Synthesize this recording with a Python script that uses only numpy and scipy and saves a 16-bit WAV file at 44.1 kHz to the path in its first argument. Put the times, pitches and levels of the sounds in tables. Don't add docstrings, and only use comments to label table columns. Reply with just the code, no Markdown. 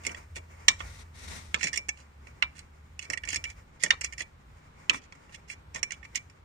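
import sys
import numpy as np
from scipy import signal
from scipy.fft import rfft, irfft
from scipy.io import wavfile
from scipy.ndimage import uniform_filter1d

SR = 44100
rng = np.random.default_rng(int(sys.argv[2]) if len(sys.argv) > 2 else 0)


def store_pcm(level_fs):
    pcm = np.round(np.clip(level_fs, -1, 1) * 32767).astype(np.int16)
    wavfile.write(sys.argv[1], SR, np.atleast_2d(pcm).T)


def decibels_to_gain(level_db):
    exponent = np.asarray(level_db, float) / 20
    return 10 ** exponent


N = 284134
TIME = np.arange(N) / SR

# [t/s, level/dB, contact colour at 1 kHz/dB, at 3.7 kHz/dB, at 6.5 kHz/dB]
CLACKS = [(0.683, 0, -8.5, -3, -4.5), (0.8042, -26, 9, -11, -36), (1.5439, -9, -6.5, -9, -13.5),
          (2.4243, -9, -9.5, -11, -25.5), (3.906, -3.5, -11, -10.5, -18), (4.8964, -5, -9, -13.5, -16),
          (4.9316, -26, 5, -21, -21), (4.9445, -24.5, 8, -21.5, -26), (5.1234, -35.5, 11, -11, -10.5)]
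# [t/s, level/dB, contact colour at 6.5 kHz/dB, body f/Hz]
TICKS = [(0.051, -25.5, -16.5, 2610), (0.0665, -17.5, -8, 2220), (0.0935, -30.5, -22, 2400),
         (0.116, -36.5, -9, 2290), (0.147, -29, -26, 1740), (0.3645, -26.5, -16.5, 1950),
         (0.8106, -32, -35, 1770), (1.61, -25.5, -26.5, 2120), (1.631, -17, -15.5, 2230),
         (1.6408, -14, -10, 1800), (1.6711, -20, -15.5, 1980), (1.682, -26, -18, 2070),
         (1.731, -21.5, -13, 1790), (1.74, -23, -13, 1740), (1.76, -24, -5, 2280),
         (1.7746, -15.5, -10.5, 2140), (1.8859, -26, -14.5, 1800), (1.8901, -16, -12, 2330),
         (2.2705, -40, -19.5, 2290), (2.9924, -25.5, -11.5, 2930), (3.026, -35, -12, 2160),
         (3.052, -38, -16, 2320), (3.1009, -20, -13, 2040), (3.1342, -18.5, -22, 1750),
         (3.175, -23, -23, 2000), (3.236, -27, -28, 1760), (3.2516, -33, -17, 1790),
         (3.2747, -28.5, -22, 2370), (3.288, -21.5, -10.5, 2780), (3.3036, -26, -8, 2060),
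         (3.331, -20, -20.5, 2120), (3.3445, -20, -13.5, 1840), (3.36, -16.5, -6.5, 1850),
         (3.4409, -22.5, -16, 2410), (3.4522, -27, -29, 2330), (3.5017, -35, -14, 2328),
         (3.8357, -11, -7, 1830), (3.862, -20, -22, 1770), (4.0105, -24, -1, 2410),
         (4.0136, -23.5, -12, 2300), (4.0415, -23, -17.5, 1830), (4.0451, -18, -8.5, 2340),
         (4.125, -32, -13, 2380), (4.1341, -32, -12, 2400), (4.1813, -27, -13, 1920),
         (4.2056, -22, -26, 2096), (5.152, -48.5, -13.5, 2164), (5.293, -51, -42, 2326),
         (5.5014, -27, -32, 2280), (5.7471, -26, -8.5, 2390), (5.7604, -26, -17, 1840),
         (5.8304, -15, -6, 2050), (5.9072, -26.5, -17.5, 1980), (5.9202, -24.5, -14, 2220),
         (6.0296, -38, -38, 1800), (6.051, -34, -29, 1826), (6.1567, -16, -8.5, 2110),
         (6.2988, -44, -11, 2610)]
# [start t/s, length t/s, level/dB]
SCUFFS = [(0.029, 0.052, -44), (0.346, 0.041, -41), (0.688, 0.024, -55), (0.78, 0.051, -48.5),
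          (1.576, 0.13, -37.5), (1.612, 0.021, -48.5), (1.72, 0.076, -41.5), (1.953, 0.081, -56.5),
          (2.542, 0.077, -49), (2.996, 0.064, -48.5), (3.113, 0.02, -43.5), (3.264, .12, -39),
          (3.349, 0.024, -36.5), (3.449, 0.087, -52), (3.791, 0.099, -42), (3.817, 0.042, -35),
          (4.02, 0.057, -40), (4.171, 0.063, -39), (4.913, 0.079, -43), (5.004, 0.061, -59),
          (5.315, 0.051, -46), (5.474, 0.071, -44.5), (5.731, 0.071, -43.5), (5.901, 0.05, -49),
          (6.033, 0.028, -55), (6.142, 0.04, -34.5)]
# [f/Hz, level/dB, t60/s, left minus right/dB]
RINGS = [(1040, -16, .03, -3), (1287, -15, .1, 3), (1380, -14, .06, -2), (1518, -12, .04, 0),
         (1782, -5, .04, 2), (1900, -5, .03, -2), (2056, -7, .03, 0), (2180, -4, .035, 3),
         (2320, -10.5, .16, -2), (2480, -1, .02, 0), (2700, 0, .02, 0), (2900, -3, .025, 2),
         (3150, -6, .02, 2), (3375, -4, .045, -2), (3677, -8, .09, 0), (3980, -6, .025, -2),
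         (4280, -6, .035, 2), (4452, -8, .035, -2), (4825, -9, .03, 0), (5157, -6, .03, 2),
         (5500, -6, .04, -2), (5695, -7, .035, 0), (6090, -6, .03, 3), (6500, -5, .03, -3),
         (6729, -6, .035, 0), (7200, -5, .03, -3), (7450, -7, .025, 2), (8086, -9, .025, 0),
         (8600, -11, .02, 3), (9400, -12, .02, -2), (11200, -18, .02, 2), (13300, -22, .02, -2)]
LOOSE_RINGS = [ring for ring in RINGS if ring[0] != 3677]
# [f/Hz, level/dB]
CRACK_COLOUR = [(180, -51.5), (300, -17.5), (631, -22.5), (1510, -11), (1780, -2.5), (3020, -6),
                (3280, -12), (4000, -8), (7250, -7), (14500, -25.5), (15500, -49)]
# [t/s, level before the envelope/dB, f/Hz]
THUDS = [(0.065, -44, 273), (0.362, -47.5, 420), (0.681, -46, 201), (1.542, -43, 161.2), (1.64, -40, 238),
         (1.774, -49, 398), (3.095, -42.5, 416), (3.359, -46, 161), (3.834, -38.5, 427),
         (3.904, -46.5, 710), (4.204, -51.5, 439), (4.896, -42, 229.4), (4.94, -44.5, 156),
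         (5.747, -43.5, 686)]
# [start t/s, swell t/s, hold t/s, release t/s, level/dB]
STROKES = [(0.796, 0.134, 0.069, 0.052, -50), (1.114, 0.088, 0.073, 0.35, -46.5)]
# [f/Hz, level/dB]
DRAG_COLOUR = [(71, -43), (120, -5), (235, -3), (306, -13), (662, -13), (846, -13.5), (1690, -11),
               (1950, -5), (3110, -17.5), (3890, -10.5), (4960, -16.5), (5720, -11), (11700, -24.5),
               (14300, -38.5), (15500, -49.5)]
# [f/Hz, level/dB]
RUSTLE_COLOUR = [(1500, 6), (2300, 8), (3500, -13.5), (5000, -4.5), (7200, -3), (9000, -13.5), (15000, -19)]
# [start t/s, end t/s, first f/Hz, last f/Hz, level/dB]
ENGINE_NOTES = [(0, 1.2, 82, 83, -52.5), (1.2, 1.6, 82, 73, -50), (0, 1.7, 63, 68, -60),
                (1.7, 3.55, 68, 79.5, -54.5)]
# [t/s, level/dB]
RUMBLE_COURSE = [(0, -56), (.8, -55), (1.45, -46.5), (1.9, -54), (2.8, -58), (3.7, -58), (4.25, -53),
                 (4.8, -60), (5.7, -57), (6.44, -62.5)]
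# [f/Hz, level/dB]
RUMBLE_COLOUR = [(25, -21), (45, -2), (65, 9), (90, 3), (130, -9), (300, -42.5)]
# [f/Hz, level/dB]
DRONES = [(84, -74.5), (133, -76.5), (151, -70.5)]
# [f/Hz, level/dB]
AIR_COLOUR = [(12, -50.5), (20, -6.5), (103, -11), (144, -7.5), (185, -12), (289, -17), (324, -21),
              (372, -18.5), (705, -27), (811, -22), (1270, -23), (3000, -35), (4190, -38.5), (8640, -58),
              (15500, -67)]
# [f/Hz, level/dB]
LEFT_PORT = [(500, -1), (1200, 0), (4000, 1.5), (7000, -1), (9500, 7)]
# [f/Hz, level/dB]
TREBLE_LIMIT = [(8500, -0.5), (10500, -8), (13000, -8), (15000, -4), (15700, -11.5), (16000, -60.5)]

LEAD = 256
LEAD_S = LEAD / 2 / SR
PORT_LIKENESS = 0.31
BODY_BAND_DB, TOP_HZ = -7, 12000
CLACK_PAN_DB, CLACK_CHATTER_MS, CLACK_CHATTER_DB = -7, 2.6, -14.5
CLACK_RING_SHARE = 0.73
TICK_CHATTER_DB = -8


def unit(x):
    return x / np.sqrt(np.mean(x ** 2))


def colour(x, points):
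    hz, db = np.transpose(points)
    f = np.fft.rfftfreq(x.shape[-1], 1 / SR) + 1
    gain = decibels_to_gain(np.interp(np.log(f), np.log(hz), db))
    return irfft(rfft(x) * gain, x.shape[-1])


def walk(rate):
    k = int(SR / rate)
    held = np.repeat(rng.standard_normal(N // k + 1), k)
    return uniform_filter1d(uniform_filter1d(held, k), k)[:N] * 4 / 3


def port_noise(size, likeness):
    mid, side = rng.standard_normal((2, size))
    opposed = side * np.array([[1], [-1]])
    return np.sqrt(1 + likeness) * mid + np.sqrt(1 - likeness) * opposed


def pan(db):
    left = decibels_to_gain(db)
    return np.array([2 * left / (1 + left), 2 / (1 + left)])


def add(track, sound, s):
    i = int(s * SR)
    track[:, i:i + sound.shape[1]] += sound[:, :N - i]


def air():
    mid, side = colour(rng.standard_normal((2, N)), AIR_COLOUR)
    side = colour(side, [(60, -18.5), (125, -10.5), (250, -7.5), (600, 1.5)])
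    level = decibels_to_gain(-59.5 + 1.0 * walk(3.1))
    return level * (mid + side * np.array([[1], [-1]])) / np.std(mid)


def rumble():
    level_db = np.interp(TIME, *np.transpose(RUMBLE_COURSE)) + 3.6 * walk(7)
    return unit(colour(rng.standard_normal(N), RUMBLE_COLOUR)) * decibels_to_gain(level_db)


def wavering(hz, steady):
    width_hz = 3.9
    points = [(width_hz / 2, 0), (width_hz, -12), (4 * width_hz, -50)]
    sway = colour(rng.standard_normal((2, N)), points)
    turn = np.exp(2j * np.pi * np.cumsum(hz + 0 * TIME) / SR)
    strength = steady + unit(sway[0]) + 1j * unit(sway[1])
    return unit(np.real(strength * turn))


def drones():
    return sum(decibels_to_gain(db) * wavering(hz, 3.1) for hz, db in DRONES)


def engine_notes():
    out = np.zeros(N)
    for start, end, first_hz, last_hz, db in ENGINE_NOTES:
        sounding = 1.0 * ((TIME >= start) & (TIME < end))
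        ramp = uniform_filter1d(sounding, SR // 10)
        hz = np.interp(TIME, [start, end], [first_hz, last_hz])
        out += wavering(hz, 7.4) * decibels_to_gain(db) * ramp
    return out


def swell(t, ramp_s):
    return np.sin(np.pi / 2 * np.clip(t / ramp_s, 0, 1)) ** 2


def hand_drag():
    press = np.zeros(N)
    for s, up, hold, down, db in STROKES:
        press += decibels_to_gain(db) * swell(TIME - s, up) * swell(s + up + hold + down - TIME, down)
    grain = decibels_to_gain(2.0 * walk(90) + 2.0 * walk(11.83))
    return unit(colour(port_noise(N, 0.12), DRAG_COLOUR)) * press * pan(3.5)[:, None] * grain


def grip_rustle():
    rest_db, stir_db, settle_s = -68.5, -71.5, 0.077
    rustle = unit(colour(port_noise(N, 0.46), RUSTLE_COLOUR)) * pan(-1)[:, None]
    stir = sum(np.exp(-np.maximum(TIME - s, 0) / settle_s) * (TIME > s) for s, *_ in TICKS)
    flicker = decibels_to_gain(3.0 * walk(37) + 3.8 * walk(4.5))
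    return rustle * (decibels_to_gain(rest_db) + decibels_to_gain(stir_db) * stir) * flicker


def thuds():
    track = np.zeros((2, N))
    t_ms = np.arange(SR // 4) / SR * 1000
    envelope = (1 - np.exp(-t_ms / 0.83)) * np.exp(-t_ms / 30)
    for s, db, hz in THUDS:
        points = [(hz / 4.001, -24), (hz / 4, 0), (hz * 1.5, 0), (hz * 4, -14), (hz * 16, -60)]
        push = unit(colour(port_noise(len(t_ms), 1.0), points))
        add(track, decibels_to_gain(db) * push * envelope, s)
    return track


def ringing(size, free, table):
    hz, db, t60, side_db = np.transpose(table)[:, :, None]
    strength, detune, sign = rng.standard_normal((3, len(table), 1))
    t = np.arange(size) / SR
    level_db = db + 1.5 * strength - 60 * t / (t60 * free)
    modes = decibels_to_gain(level_db) * np.sin(2 * np.pi * hz * (1 + 0.003 * detune) * t) * np.sign(sign)
    left = np.sum(modes * decibels_to_gain(side_db / 2), axis=0)
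    right = np.sum(modes * decibels_to_gain(-side_db / 2), axis=0)
    return np.array([left, right])


def steel(force, points, free, table):
    size = force.shape[1]
    force = np.pad(force, ((0, 0), (LEAD, 0)))
    rings = signal.fftconvolve(force, ringing(size, free, table), axes=1)[:, :size + LEAD]
    crack = unit(colour(force, CRACK_COLOUR))
    sound = unit(rings) + decibels_to_gain(-0.5) * crack
    return colour(sound, points)[:, LEAD // 2:-LEAD]


def blow(level_db, points, pan_db, chatter_ms, chatter_db, free, table):
    t_ms = np.arange(SR // 4) / SR * 1000
    force = decibels_to_gain(chatter_db) * port_noise(len(t_ms), PORT_LIKENESS) * np.exp(-t_ms / chatter_ms)
    force[:, 0] += 1
    sound = steel(force, points, free, table)
    loudest = uniform_filter1d(np.sum(sound ** 2, axis=0), size=64).max()
    return sound * decibels_to_gain(level_db) / np.sqrt(2 * loudest) * pan(pan_db)[:, None]


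def scuffs():
    track = np.zeros((2, N))
    t = np.arange(SR // 3) / SR
    treble_db = -4
    points = [(300, -6), (1000, -14), (2200, 0), (3700, -6), (5600, treble_db + 1.0),
              (6500, treble_db), (TOP_HZ, treble_db - 2.0)]
    for s, length, db in SCUFFS:
        grit_db = 4.5 * rng.standard_normal(len(t) // 64 + 1)
        grit = decibels_to_gain(grit_db.repeat(64)[:len(t)])
        slide = np.sin(np.pi * np.clip(t / length, 0, 1))
        force = port_noise(len(t), PORT_LIKENESS) * grit * slide
        sound = unit(steel(force, points, free=0.8, table=LOOSE_RINGS))
        sound = sound * np.sqrt(2 * length / t[-1]) / 2
        add(track, decibels_to_gain(db) * sound * pan(-7.5)[:, None], s)
    return track


def rattles():
    track = np.zeros((2, N))
    low_db, mid_db, top_db = -20.5, -26, -8.5
    for s, db, high, body_hz in TICKS:
        points = [(700, low_db + 7.0), (1350, low_db), (1620, BODY_BAND_DB - 10.5), (body_hz, BODY_BAND_DB),
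                  (3700, mid_db), (5600, high + 1.0), (6500, high), (9000, high - 2.5), (TOP_HZ, high + top_db)]
        pan_db = -9.5 + 3 * rng.standard_normal()
        sound = blow(db, points, pan_db, 2.5, TICK_CHATTER_DB, free=1, table=LOOSE_RINGS)
        add(track, sound, s - LEAD_S)
    return track


def clack_colour(low, mid, high):
    return [(400, low - 8.0), (1000, low), (1800, BODY_BAND_DB - 1.0), (2400, BODY_BAND_DB + 1.5),
            (3700, mid), (6500, high), (8500, high - 3.0), (TOP_HZ, high - 16)]


def clacks():
    track = np.zeros((2, N))
    bounce_gap_s, bounce_db, bounce_step_db, bounce_low_db = 0.011, -22, -5, 19
    for s, db, low, mid, high in CLACKS:
        first = blow(db, clack_colour(low, mid, high), CLACK_PAN_DB, CLACK_CHATTER_MS,
                     CLACK_CHATTER_DB, CLACK_RING_SHARE, RINGS)
        add(track, first, s - LEAD_S)
        gaps = bounce_gap_s * (0.5 + rng.random(size=3))
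        for k, late in enumerate(np.cumsum(gaps)):
            bounce = blow(db + bounce_db + k * bounce_step_db, clack_colour(low + bounce_low_db, mid, high),
                          CLACK_PAN_DB, CLACK_CHATTER_MS, TICK_CHATTER_DB, CLACK_RING_SHARE, LOOSE_RINGS)
            add(track, bounce, s + late)
    return track


def echoes(x, t60, points):
    t = np.arange(int(t60 * SR)) / SR
    tail = colour(rng.standard_normal((2, len(t))), points) * decibels_to_gain(-60 * t / t60)
    tail = tail / np.sqrt(np.sum(tail ** 2, axis=1, keepdims=True))
    return signal.fftconvolve(x.mean(axis=0, keepdims=True), tail, axes=1)[:, :N]


def delayed(x, lag_ms):
    lag = lag_ms * SR / 1000
    return irfft(rfft(x) * np.exp(-2j * np.pi * np.fft.rfftfreq(N) * lag), N)


def scene():
    near = clacks() + rattles() + scuffs() + thuds() + hand_drag() + grip_rustle()
    left = delayed(colour(near[0], LEFT_PORT), lag_ms=0.5678)
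    bay = decibels_to_gain(-9) * echoes(near, 0.043, [(300, -13.0), (900, 3.5), (4000, -7.5), (12000, -10.0)])
    shop = decibels_to_gain(-21) * echoes(near, 0.31, [(200, -17.5), (700, -0.5), (3000, -15), (10000, -10.5)])
    hum = rumble() + engine_notes() + drones()
    return np.array([left, near[1]]) + bay + shop + hum + air()


def band_limit(x):
    return signal.sosfilt(signal.butter(12, 15710, fs=SR, output="sos"), x)


def record(dry):
    headroom = 0.94
    rounded = dry / (1 + (dry / headroom) ** 6) ** (1 / 6)
    return band_limit(colour(rounded, TREBLE_LIMIT))


dry = scene()
out = record(dry)
store_pcm(out)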